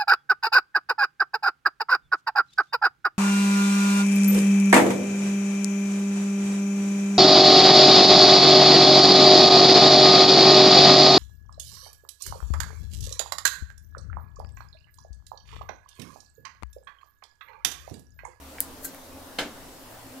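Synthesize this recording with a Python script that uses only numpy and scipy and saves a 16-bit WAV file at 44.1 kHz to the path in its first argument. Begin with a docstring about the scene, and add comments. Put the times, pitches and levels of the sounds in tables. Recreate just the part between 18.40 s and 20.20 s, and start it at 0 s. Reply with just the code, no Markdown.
"""A soft wash of air and a low wavering hum fill a quiet shed. Close to the microphone a metal
hand gripper is let go: a handle ticks, the spring snaps once sharply, then scrapes in tiny slips
as the handles open with a fainter tick. Farther off, a duller knock sets a body ringing and
dies away. Last come two faint, thin squeaks as the gripper shifts on the palm."""
import sys
import numpy as np
from scipy import signal
from scipy.fft import rfft, irfft
from scipy.io import wavfile
from scipy.ndimage import uniform_filter1d

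SR = 44100
rng = np.random.default_rng(int(sys.argv[2]) if len(sys.argv) > 2 else 0)


def output_pcm(signal):
    """Save a mono or channel-first signal as 16-bit PCM at the path in sys.argv[1].

    Samples are clipped to [-1, 1] before scaling.
    """
    pcm = np.clip(np.atleast_2d(signal).T, -1, 1) * 32767
    wavfile.write(sys.argv[1], SR, np.round(pcm).astype(np.int16))


N = 79380
T = np.arange(N) / SR

# Spectra of the air, the shed's tail and each source. Each row: frequency in Hz, relative level in dB.
AIR_COLOUR = [(20, -3.5), (45, -8.5), (85, -9), (150, -13), (210, -10.5), (290, -4.5), (380, -12),
              (560, -7.5), (800, -9.5), (1200, -13.5), (2400, -21), (5000, -22.5), (8000, -24),
              (14500, -24.5), (16000, -31)]
SHED_COLOUR = [(200, 13), (3000, -6.5), (5500, 4.5), (8500, -4), (12000, -8), (16000, -3.5)]
CLATTER_COLOUR = [(60, -25), (120, -16), (190, -4.5), (330, -4), (480, 0.5), (680, -1.5), (1120, -8.5),
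                  (1560, -2.5), (3100, -5.5), (5400, -13.5), (7500, -17), (13000, -23), (16000, -33)]
CRACK_COLOUR = [(200, -4), (700, -24), (1150, -19), (1600, 1), (2400, -4), (3100, 8.5), (4200, 1.5),
                (6000, -9), (9000, -25), (13000, -17), (16000, -28)]
SCRAPE_COLOUR = [(300, -24), (900, -22), (1300, -16), (1550, -19), (1950, -11), (3100, -19), (4300, -13.5),
                 (5600, -13), (6900, -3), (9800, -3), (12800, 3), (16000, -6)]
TICK_COLOUR = [(200, -35), (1000, -5), (1700, 6), (2400, 4), (3300, 2), (5500, -30), (16000, -39)]
SNAP_COLOUR = [(200, -32), (1400, -24.5), (3800, -15), (6200, -16), (8600, -2), (12500, 4), (16000, -5)]
# Stereo image at the microphone. Each row: frequency in Hz, left-right likeness from 0 to 1.
AIR_LIKENESS = [(40, 0.74), (300, 0.7), (700, 0.7), (1500, 0.26), (4000, 0.12), (15000, 0.1)]
SHED_LIKENESS = [(200, 1), (2000, .4), (8000, 0.078), (16000, .1)]
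KNOCK_LIKENESS = [(100, .95), (300, 0.98), (640, 0.92), (1400, 0.74), (3100, 0.38), (7000, 0), (15000, 0)]
# Decay of the shed's tail and the knock's clatter. Each row: frequency in Hz, seconds to fall 60 dB.
SHED_T60 = [(200, 0.53), (2000, 0.25), (8000, 0.21), (16000, 0.12)]
CLATTER_T60 = [(150, 0.62), (500, 0.32), (1500, .24), (3000, 0.27), (7000, 0.3), (15000, 0.15)]
# Rise and fall of the air, the hum and the scrape. Each row: time in seconds, gain in dB.
AIR_SWELL = [(0, -5.5), (.17, 0.5), (.4, -.5), (.76, -2), (.88, -1.5), (1.18, 0.5), (1.3, -2), (1.44, -2.5),
             (1.55, 1), (1.63, -2.5), (1.8, 0.5)]
HUM_SWELL = [(0, -1.5), (.6, -2.5), (.77, 2.5), (.9, -6), (1.12, -2), (1.45, -3), (1.6, -17.5), (1.68, 2),
             (1.8, 4)]
SCRAPE_SWELL = [(.37, -66), (.42, -54), (.436, -43), (.4445, -39.5), (.4465, -29.5), (.4585, -30),
                (.461, -41), (.482, -48), (.495, -60), (.56, -58), (.6, -75)]
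# How far each band of air follows the swell. Each row: frequency in Hz, share of the swell.
SWELL_SHARE = [(20, 0.42), (1200, 0.71), (3000, 0), (16000, 0.22)]
# The shed's low hum. Each row: frequency in Hz, width in Hz, level before its swell in dB.
HUM_TONES = [(266, 21.4, -52.5), (533.4, 17, -59.5)]
# Low drones. Each row: middle in seconds, length in seconds, frequency in Hz, peak level in dB.
DRONES = [(.04, 0.16, 72, -49.5), (0.218, 0.66, 73, -52.5), (0.748, 0.31, 86, -52),
          (1.583, 0.41, 112, -53.5)]
# Echoes off nearby surfaces. Each row: delay in seconds, left gain in dB, right gain in dB.
ECHOES = [(.0062, -40, -22), (.0116, -25, -40), (.0147, -30, -34), (.0194, -27, -40)]
# Ring of the knocked body, the spring and a handle.
# Each row: frequency in Hz, relative level in dB, seconds to fall 60 dB.
BODY_MODES = [(288.3, -2, 0.41), (514, -7, 0.29), (647, -0.5, 0.21), (1352, -3, .28), (1550, 5, 0.16),
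              (1724, -5.5, 0.24), (2150, -5, 0.31), (2155, -16, 0.16), (2410, -17, 0.1), (2700, -4, 0.076),
              (2993, 5, 0.063), (3076, 0.5, 0.21), (3140, 6, 0.067), (3809, -11, 0.12)]
SPRING_MODES = [(1560, -17, .035), (4050, -25, .05), (4400, -23, .05), (11420, -18, .06), (12480, -18, .04),
                (13700, -19, .04)]
HANDLE_MODES = [(1690, -16, 0.0075), (2320, -20.5, 0.021), (3240, -20.5, 0.014)]
# Squeaks on the palm. Each row: start and length in seconds, first and last pitch in Hz, level in dB.
SQUEAKS = [(1.395, .055, 12400, 16000, -56), (1.49, .09, 13900, 15800, -58)]
# Handle ticks. Each row: start in seconds, gain in dB, left over right in dB, bright edge in dB.
TICKS = [(0.1844, -19.5, -2.5, -32), (0.5471, -30.5, 1, 7.5)]
# The spring's snap and rebounds. Each row: start in seconds, energy in dB, left over right in dB.
SNAPS = [(.20497, 5.8, 1), (.2056, -8, 10), (.2066, -14, 6)]


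def amp(db):
    """Decibels to gain."""
    return 10 ** (np.asarray(db) / 20)


def unit(x):
    """Scales to rms 1."""
    return x / np.sqrt(np.mean(x ** 2) + 1e-20)


def read(points, hz):
    """Reads a table on a log-frequency axis."""
    f, value = np.transpose(points)
    return np.interp(np.log(hz + 1), np.log(f + 1), value)


def pan(db):
    """Stereo gains that put the left this many dB over the right."""
    return amp([[db / 2], [-db / 2]])


def add(mix, start_s, sound):
    """Adds a sound to the stereo mix at a time."""
    part = mix[:, round(start_s * SR):][:, :sound.shape[-1]]
    part += sound[..., :part.shape[1]]


def impulse(colour):
    """The shortest causal click with this spectrum, of energy 1."""
    log_gain = np.log(amp(read(colour, abs(np.fft.fftfreq(2048, 1 / SR)))))
    minimum_phase = np.exp(np.conj(signal.hilbert(log_gain)))
    click = np.fft.ifft(minimum_phase).real
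    return click / np.linalg.norm(click)


def sine(hz, shift_rad=0):
    """A steady tone of random phase."""
    return np.sin(2 * np.pi * (hz * T + rng.random()) + shift_rad)


def ring(modes):
    """Struck modes, each dying from its own level."""
    return sum(amp(db - 60 * T / t60) * sine(hz) for hz, db, t60 in modes)


def noise(colour, likeness):
    """Stereo noise of rms 1 with a spectrum and a left-right likeness."""
    hz = np.fft.rfftfreq(N, 1 / SR)
    mid, side = rfft(rng.standard_normal((2, N)))
    same = read(likeness, hz)
    mid, side = mid * np.sqrt(1 + same), side * np.sqrt(1 - same)
    return unit(irfft(np.array([mid + side, mid - side]) * amp(read(colour, hz)), N))


def die_away(x, t60s):
    """Lets each band decay at its own speed."""
    hz, t, bands = signal.stft(x, SR, nperseg=256)
    decay = amp(-60 * t / read(t60s, hz)[:, None])
    return signal.istft(bands * decay, SR, nperseg=256)[1][:, :N]


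def air(level_db=-45.5, patch_db=1.5):
    """A wash of air around the microphone, swelling gently and drifting in small patches."""
    hz, t, bands = signal.stft(noise(AIR_COLOUR, AIR_LIKENESS), SR, nperseg=1024)
    patches = uniform_filter1d(rng.standard_normal(bands.shape[1:]), size=10, axis=0)
    patches = unit(uniform_filter1d(patches, size=8, axis=1))
    swell_db = read(SWELL_SHARE, hz)[:, None] * np.interp(t, *np.transpose(AIR_SWELL))
    wash = signal.istft(bands * amp(patch_db * patches + swell_db))[1][:, :N]
    return amp(level_db) * unit(wash)


def hum():
    """Two narrow bands of noise, heard as a low hum wavering in level and pitch."""
    out = np.zeros(N)
    for hz, width_hz, db in HUM_TONES:
        offset = (np.fft.rfftfreq(N, 1 / SR) - hz) / width_hz
        band = rfft(rng.standard_normal(N)) * np.exp(-2 * offset ** 2)
        out += amp(db) * unit(irfft(band, N))
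    return out * amp(np.interp(T, *np.transpose(HUM_SWELL)))


def drones():
    """Deep tones that each swell and fade once."""
    out = np.zeros(N)
    for middle_s, length_s, hz, db in DRONES:
        arch = np.cos(np.pi * np.clip((T - middle_s) / length_s, -.5, .5))
        out += amp(db) * arch * sine(hz)
    return out


def shed(source, tail_db=-1):
    """What the shed returns to the microphone: a few close echoes and a short diffuse tail."""
    room = die_away(noise(SHED_COLOUR, SHED_LIKENESS), SHED_T60)
    room *= amp(tail_db) / np.linalg.norm(room[0])
    for delay_s, left_db, right_db in ECHOES:
        add(room, delay_s, amp([[left_db], [right_db]]))
    return signal.fftconvolve(source.mean(0)[None], room)[:, :N]


def knock(start_s=.9838, rise_s=.0042, clatter_db=-24.5, crack_db=-23, crack_t60_s=.08, ring_db=-34):
    """A blow farther off in the shed: a short crack, the body's modes and a dense dying clatter."""
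    clatter = amp(clatter_db) * die_away(noise(CLATTER_COLOUR, KNOCK_LIKENESS), CLATTER_T60)
    crack = amp(crack_db - 60 * T / crack_t60_s) * noise(CRACK_COLOUR, KNOCK_LIKENESS)
    body = np.zeros((2, N))
    for hz, db, t60 in BODY_MODES:
        # Opposite phase shifts left and right widen the higher modes.
        shift_rad = np.arccos(read(KNOCK_LIKENESS, hz)) * rng.choice([-.5, .5])
        body += amp(ring_db + db - 60 * T / t60) * sine(hz, [[shift_rad], [-shift_rad]])
    attack = np.minimum(T / rise_s, 1) ** 2
    out = np.zeros((2, N))
    add(out, start_s, (clatter + crack + body) * attack)
    return out


def squeaks(flutter_depth=.35):
    """Thin, broken upward glides as the gripper shifts on the palm."""
    out = np.zeros((2, N))
    for start_s, length_s, first_hz, last_hz, db in SQUEAKS:
        progress = np.linspace(0, 1, round(length_s * SR))
        cycles = np.cumsum(first_hz + (last_hz - first_hz) * progress) / SR
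        jitter = unit(uniform_filter1d(rng.standard_normal(N), size=200))[:len(progress)]
        arch = 2 * np.sqrt(progress * (1 - progress))
        add(out, start_s, amp(db) * arch * (1 + flutter_depth * jitter) * np.sin(2 * np.pi * cycles))
    return out


def scrape(slips_per_s=3600, spread_db=2.5, likeness=.69, pan_db=2.8):
    """The spring slides, close and a little left: dense tiny slips of metal on metal ring its coil."""
    slips = (rng.random((3, N)) < slips_per_s / SR) * rng.choice([-1, 1], (3, N))
    strength_db = spread_db * np.minimum(rng.exponential(1, (3, N)), 3)
    slips = unit(slips * amp(strength_db))
    # One train of slips reaches both channels; each also has its own.
    friction = np.sqrt(likeness) * slips[0] + np.sqrt(1 - likeness) * slips[1:]
    friction *= amp(np.interp(T, *np.transpose(SCRAPE_SWELL)))
    coil = sum(amp(db) * unit(ring([(hz, 0, t60)])) for hz, db, t60 in SPRING_MODES) / np.sqrt(N)
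    rub = signal.fftconvolve(friction, impulse(SCRAPE_COLOUR)[None])[:, :N]
    ringing = signal.fftconvolve(friction, coil[None])[:, :N]
    return pan(pan_db) * (rub + ringing)


def ticks():
    """Soft ticks of the handles: a dull click, a brief ring and some of the snap's bright edge."""
    out = np.zeros((2, N))
    click, edge = impulse(TICK_COLOUR), impulse(SNAP_COLOUR)
    tick = click + ring(HANDLE_MODES)[:len(click)]
    for start_s, db, pan_db, edge_db in TICKS:
        add(out, start_s, amp(db) * pan(pan_db) * (tick + amp(edge_db) * edge))
    return out


def snap():
    """The spring snaps right at the microphone: one bright click and two tiny rebounds."""
    out = np.zeros((2, N))
    click = impulse(SNAP_COLOUR)
    for start_s, db, pan_db in SNAPS:
        add(out, start_s, amp(db) * pan(pan_db) * click)
    return out


def scene():
    """The quiet shed behind, the knock farther off, the gripper up close with its reflections."""
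    background = pan(db=.5) * (air() + hum() + drones())
    gripper = ticks() + snap() + scrape()
    return background + knock() + squeaks() + shed(gripper) + gripper


def record(dry, cutoff_hz=15850):
    """The recorder's band limit cuts the highest treble."""
    lowpass = signal.firwin(511, cutoff_hz, window=("kaiser", 9), fs=SR)
    return signal.oaconvolve(dry, lowpass[None], "same")


dry = scene()
out = record(dry)
output_pcm(out)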